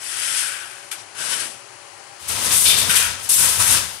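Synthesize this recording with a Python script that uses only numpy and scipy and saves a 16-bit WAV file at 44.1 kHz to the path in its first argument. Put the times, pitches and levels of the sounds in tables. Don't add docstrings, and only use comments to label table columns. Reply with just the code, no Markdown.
import sys
import numpy as np
from scipy import signal
from scipy.fft import rfft, irfft, next_fast_len
from scipy.io import wavfile
from scipy.ndimage import map_coordinates

SR = 44100
rng = np.random.default_rng(int(sys.argv[2]) if len(sys.argv) > 2 else 0)


def pcm_store(signal):
    levels = np.round(np.clip(np.atleast_2d(signal), -1, 1) * 32767)
    wavfile.write(sys.argv[1], SR, levels.astype(np.int16).T)


N = 176400
T = np.arange(N) / SR
FFT_SIZE = next_fast_len(N + SR // 2)
HZ = np.fft.rfftfreq(FFT_SIZE, 1 / SR)

# time in seconds, relative level in dB.
DRAG_CURVES = [
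    [(2.2, -52), (2.26, -46), (2.3, -35), (2.41, -35), (2.52, -28.5), (2.6, -35), (2.7, -31.5),
     (2.87, -32.5), (3.02, -31.5), (3.11, -35.5), (3.2, -46)],
    [(3.2, -44.5), (3.284, -41.5), (3.37, -39), (3.425, -30.5), (3.5, -30), (3.58, -35.5), (3.61, -29.5),
     (3.67, -31.5), (3.745, -27), (3.85, -37.5), (4.0, -49)],
]
THREAD_HISS_CURVES = [
    [(2.2, -48), (2.272, -44), (2.288, -26.5), (2.372, -32.5), (2.452, -23), (2.51, -27.5), (2.524, -19),
     (2.59, -18), (2.7, -18.5), (2.764, -25.5), (2.79, -20), (2.875, -31), (2.91, -22), (2.948, -23),
     (2.965, -17.5), (3.06, -27), (3.17, -52)],
    [(3.19, -45), (3.242, -33.5), (3.286, -44), (3.293, -17), (3.43, -18), (3.576, -25.5), (3.616, -18.5),
     (3.665, -22), (3.725, -16.5), (3.866, -37), (4.0, -46)],
]
RUB_CURVES = [
    [(0, -43), (.03, -33.5), (.24, -26.5), (.41, -23.5), (.52, -32), (.64, -40.5), (.9, -51)],
    [(.95, -49), (1.0, -45), (1.04, -56)],
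    [(1.15, -44.5), (1.205, -31.5), (1.28, -29), (1.32, -26), (1.37, -30.5), (1.41, -28), (1.55, -46),
     (1.62, -56)],
]
HOLLOW_CURVES = [
    [(0, -59), (.16, -41), (.42, -38), (.57, -38), (.68, -45.5), (.84, -51)],
    [(1.15, -49), (1.19, -42.5), (1.41, -42), (1.48, -46)],
    [(3.38, -37), (3.43, -38.5), (3.55, -55), (3.63, -37.5), (3.76, -36.5), (3.86, -53)],
]
RUB_RASP_DB = [-18.5, 1.5, -5]
# start in seconds, relative level in dB, hold and release T60 in seconds.
SCRAPES = [(2.654, -22.5, 0.019, .13), (2.692, -24.5, 0.018, 0.18), (2.73, -30.5, 0.087, 0.41)]
FLICKS = [(.9135, -27, .014, 0.098), (1.204, -33, .006, .06), (1.331, -24.5, 0.011, 0.07),
          (2.654, -29, 0.0097, 0.072), (2.894, -20.5, 0.019, 0.14), (2.953, -17.5, 0.017, 0.06)]
RUMBLES = [(1.18, -46, 0.28, 0.5), (2.29, -43, 0.2, 0.6), (2.65, -41, 0.23, .25)]
KNOCKS = [(2.892, -27.5, .011, .075, -3), (2.925, -33, 0.056, .1, 4), (2.99, -30.5, 0.048, 0.51, 3)]
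FRAME_THUMPS = [(2.885, -36, 0.013, 0.11, 166, 45), (3.065, -40, 0.044, .18, 88.5, 24),
                (3.598, -31.5, .015, 0.052, 1170, 450), (3.58, -41, .035, .14, 113, 28)]
CLACK = (3.5, -20, -0.01, 0.06)
# frequency in Hz, width in Hz, relative level in dB.
HOLLOW_MODES = [(1493, 356, 0), (1713, 560, -6), (2443, 550, -4.5), (3015, 1000, -5.5)]
SCRAPE_MODES = [(2390, 260, -6.5), (3650, 350, -2), (4330, 210, -5), (5100, 420, -5.5), (3420, 2500, 0)]
# frequency in Hz, relative spectral density in dB.
RASP_SPECTRUM = [(30, -45), (90, -8), (170, -8), (800, -4), (1000, 1), (3050, 0.5), (6000, 0.5), (6850, -1),
                 (10000, -1), (15000, -54)]
HISS_SPECTRUM = [(300, -40), (1800, -19), (3000, -12.5), (5000, -10), (6800, -7), (8200, -1.5), (9500, 0.5),
                 (11000, -2), (13500, -13.5), (15500, -18.5)]
FRAME_SPECTRUM = [(45, -14), (75, -3), (100, 4.5), (130, -7), (175, -3), (260, -17.5), (500, -23)]
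RUB_SPECTRUM = [(200, -27.5), (700, -27), (1200, -15), (1500, -4.5), (3100, -4.5), (3800, -7.5),
                (5200, -4.5), (6900, -7), (8000, -0.5), (10500, -0.5), (11700, -12), (12300, -19),
                (15500, -31)]
FLICK_SPECTRUM = [(200, -32), (1100, -12.5), (1450, 9.5), (1900, 1), (2400, 6.5), (3600, 2.5), (4300, -1),
                  (6500, -1.5), (8500, 6.5), (11500, 4), (13500, -27)]
RUMBLE_SPECTRUM = [(40, -25), (150, -1), (750, 0), (1300, -8), (5000, -40)]
ROOM_SPECTRUM = [(40, -34), (90, -7.5), (125, 1.5), (155, -16.5), (290, -10), (370, 0.5), (470, -6.5),
                 (820, 0), (1700, -3.5), (3050, -5), (3600, -12.5), (4150, -7.5), (8900, -9), (10800, -9.5),
                 (12200, -39), (15000, -42)]
# frequency in Hz, relative level in dB, width in Hz.
ROOM_DRONES = [(570, -60.5, 6.6), (795.6, -60, 18)]
# frequency in Hz, left over right in dB.
LOOM_BALANCE = [(40, 22), (170, 25.5), (450, 16), (900, 10), (1700, 6.5), (4000, 9.5), (7500, 10),
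                (14000, 5)]
ROOM_BALANCE = [(60, 16), (400, 27), (900, 12), (1600, 6.5), (4000, 18.6), (8200, 21), (9200, 10)]
# frequency in Hz, coherence from 0 to 1.
MIC_COHERENCE = [(150, .75), (1000, 0.15), (4000, 0.22), (10000, 0.05)]

SLIPS_PER_S, SLIP_SPREAD_DB, SMOOTH_SHARE = 5000, 1.5, 0.47
SNAGS_PER_S, SNAG_DB, SNAG_T60_S = 30, 1, 0.02
JUDDER_PER_S, JUDDER_DB = 70, 1.02
RASP_DB, FRAME_DB, FRAME_LUMPS_DB = 5, -7.5, 0.5
CATCH_ATTACK_S, CHATTER_DB, CLACK_UPPER_DB = 0.0033, 0.5, -2.5
LIGHT_RIGHT_DB, WALLS_DB, ROOM_DB = -3, -6.5, -44


def stick_slips():
    slipping = rng.random(N) < SLIPS_PER_S / SR
    sizes = slipping * amp(SLIP_SPREAD_DB * np.clip(rng.standard_normal(N), -3, 3))
    grains = unit_rms(sizes * rng.choice([-1, 1], (2, N)))
    snag_onsets = 1. * (rng.random(N) < SNAGS_PER_S / SR)
    snag_decay = np.exp(-np.log(1000) / (SNAG_T60_S * SR))
    snags = signal.lfilter([1], [1, -snag_decay], snag_onsets)
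    grip = amp(JUDDER_DB * wobble(JUDDER_PER_S) + SNAG_DB * snags)
    sliding = rng.standard_normal((2, N))
    return grip * (np.sqrt(1 - SMOOTH_SHARE) * grains + np.sqrt(SMOOTH_SHARE) * sliding)


def drags():
    pressure = sum(level_curve(rows) for rows in DRAG_CURVES)
    hiss_level = sum(level_curve(rows) for rows in THREAD_HISS_CURVES)
    lumps = amp(FRAME_DB - FRAME_LUMPS_DB * wobble(knots_per_s=16))
    shake = lumps * friction(FRAME_SPECTRUM)
    rasp = amp(RASP_DB) * friction(RASP_SPECTRUM)
    return pressure * (rasp + shake) + hiss_level * friction(HISS_SPECTRUM)


def catches():
    chatter = unit_rms(amp(CHATTER_DB * wobble(knots_per_s=190)))
    scrapes = bursts(SCRAPES, CATCH_ATTACK_S) * chatter * wood_ring(SCRAPE_MODES)
    knocks = sum(burst(*event, CATCH_ATTACK_S) * wood_ring(HOLLOW_MODES, upper_db)
                 for *event, upper_db in KNOCKS)
    thumps = sum(burst(*event, CATCH_ATTACK_S) * resonate(stick_slips(), hz, width_hz)
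                 for *event, hz, width_hz in FRAME_THUMPS)
    return scrapes + knocks + thumps


def clack():
    modes = sum(amp(db + CLACK_UPPER_DB * (k > 0)) * np.sin(2 * np.pi * hz * (T - CLACK[0]))
                for k, (hz, _, db) in enumerate(HOLLOW_MODES))
    return burst(*CLACK, CATCH_ATTACK_S) * modes


def rubs():
    return sum(level_curve(rows) * (friction(RUB_SPECTRUM) + amp(rasp_db) * friction(RASP_SPECTRUM))
               for rows, rasp_db in zip(RUB_CURVES, RUB_RASP_DB))


def flicks():
    return bursts(FLICKS, attack_s=0.0012) * friction(FLICK_SPECTRUM)


def hollow_wood():
    return sum(level_curve(rows) for rows in HOLLOW_CURVES) * wood_ring(HOLLOW_MODES)


def wood_ring(modes, upper_db=0):
    return sum(amp(db + upper_db * (k > 0)) * resonate(stick_slips(), hz, width_hz)
               for k, (hz, width_hz, db) in enumerate(modes))


def rumble():
    return bursts(RUMBLES, attack_s=0.031) * friction(RUMBLE_SPECTRUM)


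def wall_reflections(pair, t60_s):
    t = T[:SR // 2]
    tail = rng.standard_normal((2, len(t))) * amp(-60 * t / t60_s)
    return signal.fftconvolve(pair, tail / np.linalg.norm(tail[0]), axes=1)[:, :N]


def room_tone():
    air = amp(ROOM_DB) * colour(at_microphone(rng.standard_normal((2, N))), ROOM_SPECTRUM)
    drones = sum(amp(db) * resonate(rng.standard_normal(N), hz, width_hz)
                 for hz, db, width_hz in ROOM_DRONES)
    return lean_left(air + drones, ROOM_BALANCE)


def at_microphone(pair):
    angle = np.arccos(over_frequency(MIC_COHERENCE)) / 2
    mid, side = filtered(pair, np.array([np.cos(angle), np.sin(angle)]))
    return np.array([mid + side, mid - side])


def lean_left(pair, balance):
    ratio = amp(over_frequency(balance))
    return filtered(pair, 2 * np.array([ratio, np.ones_like(ratio)]) / np.sqrt(1 + ratio ** 2))


def friction(spectrum):
    return colour(stick_slips(), spectrum)


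def colour(x, spectrum):
    cepstrum = irfft(np.log(amp(over_frequency(spectrum))), FFT_SIZE)
    cepstrum[1:FFT_SIZE // 2] *= 2
    cepstrum[FFT_SIZE // 2 + 1:] = 0
    return unit_rms(filtered(x, np.exp(rfft(cepstrum))))


def resonate(x, hz, width_hz):
    damping = 1j * HZ * width_hz
    return unit_rms(filtered(x, (damping / (hz ** 2 - HZ ** 2 + damping)) ** 2))


def level_curve(rows):
    times, db = np.transpose(rows)
    outside_s = np.maximum(np.maximum(times[0] - T, T - times[-1]), 0)
    return amp(np.interp(T, times, db) - 2000 * outside_s)


def burst(start_s, db, hold_s, t60_s, attack_s):
    rise = np.clip((T - start_s) / attack_s, 0, 1)
    return rise * amp(db - 60 * np.maximum(T - start_s - hold_s, 0) / t60_s)


def bursts(rows, attack_s):
    return sum(burst(*event, attack_s) for event in rows)


def wobble(knots_per_s):
    return map_coordinates(rng.standard_normal(4096), [T * knots_per_s], mode="wrap")


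def over_frequency(rows):
    hz, values = np.transpose(rows)
    return np.interp(np.log(HZ + 1), np.log(hz + 1), values)


def filtered(x, response):
    return irfft(rfft(x, FFT_SIZE) * response, FFT_SIZE)[..., :N]


def amp(db):
    return 10 ** (np.asarray(db) / 20)


def unit_rms(x):
    return x / np.sqrt(np.mean(x ** 2) + 1e-20)


def scene():
    heavy = at_microphone(drags() + catches() + rumble())
    light = at_microphone(rubs() + hollow_wood() + flicks()) * amp([[0], [LIGHT_RIGHT_DB]])
    loom = heavy + light + clack()
    walls = amp(WALLS_DB) * wall_reflections(loom, t60_s=0.17)
    return lean_left(loom + walls, LOOM_BALANCE) + room_tone()


def record(dry):
    return filtered(np.clip(dry, -1, 1), HZ < 15644)


dry = scene()
out = record(dry)
pcm_store(out)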